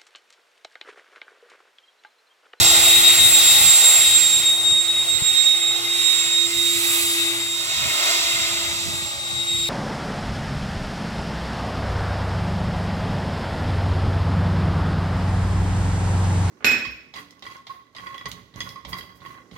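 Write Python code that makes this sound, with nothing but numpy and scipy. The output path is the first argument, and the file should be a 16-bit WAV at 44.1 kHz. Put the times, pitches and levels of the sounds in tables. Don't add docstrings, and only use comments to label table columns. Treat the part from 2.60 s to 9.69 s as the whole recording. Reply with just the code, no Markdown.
import sys
import numpy as np
from scipy import signal
from scipy.fft import rfft, irfft
from scipy.io import wavfile
from scipy.ndimage import uniform_filter1d, map_coordinates

SR = 44100
rng = np.random.default_rng(int(sys.argv[2]) if len(sys.argv) > 2 else 0)


def waveform_to_disk(signal):
    frames = np.transpose(np.atleast_2d(signal))
    scaled = np.clip(frames, -1, 1) * 32767
    samples = np.round(scaled).astype(np.int16)
    wavfile.write(sys.argv[1], SR, samples)


N = 312669
TIME = np.arange(N) / SR
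HZ = np.fft.rfftfreq(N + 3, 1 / SR) + 1

# time in seconds, lag of left behind right on the direct way in ms (below zero the left leads),
# wall echo delay at the right in ms.
PATHS = [(0, .04, 1.2), (1, .05, 1.2), (2.2, -.03, 1.3), (2.7, -.07, 2.2), (3.3, -.09, 2.45),
         (4.15, -.15, 3.03), (4.6, -.17, 3.12), (5.1, -.12, 2.76), (5.9, -.12, 2.88), (7.09, -.24, 3.45)]


def undb(db):
    return 10 ** (np.asarray(db) / 20)


def curves(table):
    seconds, *columns = np.transpose(table)
    return np.array([np.interp(TIME, seconds, column) for column in columns])


def gains(table):
    return curves([(seconds, *undb(db)) for seconds, *db in table])


def bumps_db(modes):
    return sum(db / (1 + (2 * (HZ - hz) / width) ** 2) for hz, width, db in modes)


def shaped(x, gain):
    return irfft(rfft(x, N + 3) * gain, N + 3)[..., :N]


def walk(rate):
    hold = int(SR / rate)
    steps = np.repeat(rng.standard_normal(N // hold + 1), hold)
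    return uniform_filter1d(uniform_filter1d(steps, hold), hold)[:N]


def delayed(x, ms):
    return map_coordinates(x, [np.arange(N) - ms * SR / 1000], order=3, mode="mirror")


def beams():
    # time in seconds, level in dB, treble in dB, bass in dB.
    nozzle = [(0.0, 6.5, 1, 5.5), (1.07, 6, 1.5, -3), (1.31, 5, 2.5, 3.1), (1.61, 1.5, 1, -2.5),
              (1.97, -5.5, 0, 5), (2.09, -4.5, -1, 4.5), (2.32, -6, 0.8, 5.5), (2.8, -1.3, -2.5, -0.3),
              (3.1, -4.5, -4, 5.5), (3.52, 0, -2.5, -3.5), (3.82, -2.5, -3.2, -0.5), (4.36, 3.5, 1, -5.5),
              (4.54, 1.5, -0.5, -4), (4.9, -4, -2.5, 0.9), (5.5, 5, -6.5, 2.5), (6.4, -5, -3.5, 4.4),
              (6.58, -7, -5.5, 5.5), (7.09, -5, -2.5, -0.8)]
    level_share = (0.95, 1.05, 1.18, 0.78, 1.28)
    treble_share = (0.096, -0.15, -0.43, 1.51, 1.06)
    bass_share = (1, 0, 0, 0, 0)
    return np.transpose([level_share, treble_share, bass_share]) @ curves(nozzle)


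def air(flicker):
    # frequency in Hz, relative density in dB per Hz.
    rush_colour = [(200, -29), (330, -10.5), (480, -8), (620, -10), (1000, -5), (1450, -7), (2000, 0.5),
                   (2700, -1), (3500, -2), (4300, 7.5), (4900, -4), (7000, -7.5), (10000, -6),
                   (15500, -10.5)]
    # frequency in Hz, width in Hz, height in dB.
    tube = [(840, 80, 4), (2120, 100, 3), (3400, 500, 3), (7500, 500, 3), (4300, 550, -7)]
    # delay in ms, share of the direct sound at low frequencies.
    close = [(.82, .25), (1.5, .3), (4.8, .15)]
    beam_hz = (750, 2400, 5700, 8500, 13000)
    rms_db = -26

    log_hz = np.log(HZ)
    colour_hz, colour_db = np.transpose(rush_colour)
    colour = undb(np.interp(log_hz, np.log(colour_hz), colour_db) + bumps_db(tube))
    reflections = sum(share * np.exp(-2j * np.pi * HZ * ms / 1000) for ms, share in close)
    colour = colour * (1 + reflections / (1 + (HZ / 3500) ** 4))
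    noise = rng.standard_normal(N) * undb(rms_db) / np.sqrt(np.mean(abs(colour) ** 2))

    bands = [np.interp(log_hz, np.log(beam_hz), row) for row in np.eye(len(beam_hz))]
    return sum(undb(db + flicker * walk(9)) * shaped(noise, colour * band)
               for db, band in zip(beams(), bands))


def rush():
    # time in seconds, echo against direct in dB, mirror-like share of the long waves from 0 to 1.
    wall_moves = [(0, 1, .55), (2.3, -2, .3), (3, 1, .85), (4.4, -2, .95), (5.5, -.5, 1)]
    # frequency in Hz, width in Hz, height in dB.
    right_port = [(7650, 1440, 12.5), (10200, 4000, 4.5)]
    left_extra_ms, scatter_db = .33, -5

    lag, echo_ms = curves(PATHS)
    echo_db, mirror = curves(wall_moves)
    jet, blur, *scatter = (air(flicker=2.0) for _ in range(4))

    smooth = 1 / (1 + (HZ / 3600) ** 6)
    mirrored = mirror * shaped(jet, np.sqrt(smooth))
    blurred_long = np.sqrt(1 - mirror ** 2) * shaped(blur, np.sqrt(smooth))
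    thrown = mirrored + blurred_long + shaped(blur, np.sqrt(1 - smooth))

    direct = np.array([delayed(jet, lag), jet])
    wall = np.array([delayed(thrown, echo_ms + left_extra_ms), delayed(thrown, echo_ms)])
    scatter = shaped(np.array(scatter), 1 / np.sqrt(1 + (2200 / HZ) ** 2))

    balance = np.sqrt(1 + undb(2 * echo_db))
    ports = (direct + undb(echo_db) * wall) / balance + undb(scatter_db) * scatter
    ports[1] = shaped(ports[1], undb(bumps_db(right_port)))
    return ports


def flutter_tone(angle, rough, beat=0):
    in_step, across = np.array([[walk(22.014) + walk(70) for _ in "lr"] for _ in "ab"])
    phasor = 1 + beat + rough * (in_step + 1j * across)
    return np.sqrt(2) * np.imag(phasor * np.exp(1j * angle))


def whine_beat():
    # time in seconds, beat phase of the whine in cycles.
    beat_phase = [(0, -.32), (.34, 1.05), (.79, 3.93), (.85, 4.61), (1.05, 5.47), (1.19, 6.64), (1.77, 9.3),
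                  (2.26, 11.6), (2.34, 12.5), (2.56, 14.52), (2.95, 15.28), (3.06, 16.16), (3.58, 17.35),
                  (4.46, 20.55), (4.55, 21.58), (5.23, 24.1), (6.29, 32.7), (6.68, 33.85), (6.91, 36),
                  (7.09, 36.3)]
    beat_depth = (0.64, 0.46)
    left_ahead_cycles = 0.013

    cycles = curves(beat_phase) + np.array([[left_ahead_cycles], [0]])
    return np.array(beat_depth)[:, None] * np.exp(2j * np.pi * cycles)


def fan():
    # time in seconds, rate in Hz.
    blade_rate = [(0.0, 3752.0), (0.17, 3742.0), (0.47, 3758.0), (1.25, 3727.0), (1.37, 3738.0),
                  (2.03, 3735.0), (2.5, 3754.0), (2.62, 3756.0), (2.98, 3731.0), (3.34, 3759.0),
                  (3.64, 3733.0), (4.18, 3759.0), (4.54, 3720.0), (4.72, 3724.0), (5.92, 3744.0),
                  (6.28, 3727.0), (6.87, 3770.0), (7.09, 3748.0)]
    # time in seconds, left level in dB, right level in dB.
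    whine_levels = [(0.0, -23.5, -30), (0.34, -14, -22), (1.18, -20, -25), (2.26, -19, -20.5),
                    (2.5, -26, -21), (2.86, -24.5, -16), (3.1, -26.5, -21.5), (3.7, -30, -19),
                    (4.18, -28.5, -24), (4.42, -29, -27.0), (4.66, -24.5, -46), (4.9, -31, -29),
                    (5.74, -29, -34.5), (6.58, -35.5, -45.5), (6.82, -26.5, -32.5), (7.08, -25.5, -30)]
    # time in seconds, left level in dB, right level in dB.
    octave_levels = [(0.0, -25, -18.5), (0.47, -25, -19), (1.37, -19.5, -17.5), (1.49, -29, -16),
                     (2.26, -34, -25), (2.38, -33, -39), (2.68, -29.5, -19), (3.28, -37, -51),
                     (3.4, -34, -22.5), (3.76, -27, -28), (3.88, -35.7, -27.8), (4.42, -35.5, -36),
                     (4.9, -38, -38), (5.68, -42, -36), (6.63, -38.5, -37.5), (7.09, -36, -30.5)]
    # time in seconds, left level in dB, right level in dB.
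    shaft_levels = [(0.0, -34, -40), (0.34, -35.5, -40), (1.02, -48, -44), (1.17, -48, -54),
                    (1.4, -52, -44), (2.26, -45, -45.5), (2.9, -44.5, -70), (3.23, -38, -44),
                    (3.55, -43.5, -49), (3.98, -37, -35.5), (4.7, -36, -34.5), (5.14, -55, -63),
                    (5.48, -44.5, -44), (5.75, -45, -46), (5.94, -42, -41), (6.34, -43, -42),
                    (6.56, -53, -55), (7.09, -42, -38.5)]
    blade_count = 11

    turn = 2 * np.pi * np.cumsum(curves(blade_rate)[0]) / SR / blade_count
    blades = blade_count * np.array([turn, turn])
    turn = np.array([delayed(turn, curves(PATHS)[0]), turn])
    low_db, mid_db, *_, top_db = beams()

    shaft = gains(shaft_levels) * flutter_tone(turn, rough=0.14)
    twice = undb(1.56 * low_db - 55.0) * flutter_tone(2 * turn, rough=0.69)
    eighth = undb(mid_db - 50) * flutter_tone(8 * turn, rough=1.0)

    beat = whine_beat()
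    whine = undb(curves(whine_levels)) * flutter_tone(blades, rough=.4, beat=beat)
    octave = gains(octave_levels) * flutter_tone(2 * blade_count * turn, rough=0.66, beat=0.43 * beat ** 2)

    third = flutter_tone(3 * blade_count * turn, rough=.6)
    fourth = undb(-16) * flutter_tone(4 * blade_count * turn, rough=.9)
    upper_db = -40.5 + 1.05 * top_db + np.array([[-3], [2]])
    return shaft + twice + eighth + whine + octave + undb(upper_db) * (third + fourth)


def breeze():
    # peak time in seconds, level in dB, left minus right in dB,
    # half length in seconds (to 1/e of the peak).
    puffs = [(.1, -39, 6, 0.51), (.65, -39.5, 4, 0.32), (1.026, -36, 9, 0.064), (1.607, -44, 3, 0.49),
             (2.167, -45, 5, 0.072), (2.45, -50, 8, 0.22), (3.66, -56, -12, 0.057), (4.15, -49, -3, 0.4),
             (4.75, -55, -2, 0.27), (5.213, -40, -9, 0.11), (5.75, -40, 0, 0.11),
             (6.006, -37.5, -16, 0.061), (6.14, -44, 5, .06), (6.296, -38, -12.5, 0.17),
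             (6.694, -47, 2, 0.19), (6.984, -43.5, -9, 0.16)]
    calm_db = -60
    pop_s, pop_db, pop_hz, pop_ms = 2.623, -18, 125, 3

    lumps = undb(5.5 * np.array([walk(20), walk(20)]))
    low_band = 1 / np.sqrt((1 + (62 / HZ) ** 10) * (1 + (HZ / 115) ** 4))
    rumble = shaped(lumps * rng.standard_normal((2, N)), low_band)
    swell = undb(calm_db)
    for peak_s, db, pan_db, half_s in puffs:
        sides_db = db + np.array([[pan_db], [-pan_db]]) / 2
        swell = swell + undb(sides_db) * np.exp(-((TIME - peak_s) / half_s) ** 2)
    rumble = rumble / np.std(rumble) * swell

    since_pop = TIME - pop_s
    pop_bell = np.exp(-.5 * (since_pop * 1000 / pop_ms) ** 2)
    rumble[0] += undb(pop_db) * np.cos(2 * np.pi * pop_hz * since_pop) * pop_bell
    return rumble


def mains_hum():
    return np.sqrt(2) * undb(-54 + 3.5 * walk(36)) * np.sin(2 * np.pi * 120 * TIME)


def scene():
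    return rush() + fan() + breeze() + mains_hum()


def record(dry):
    top_cut = signal.ellip(10, .2, 80, 15900, fs=SR, output="sos")
    return signal.sosfilt(top_cut, np.clip(dry, -.85, .85))


dry = scene()
out = record(dry)
waveform_to_disk(out)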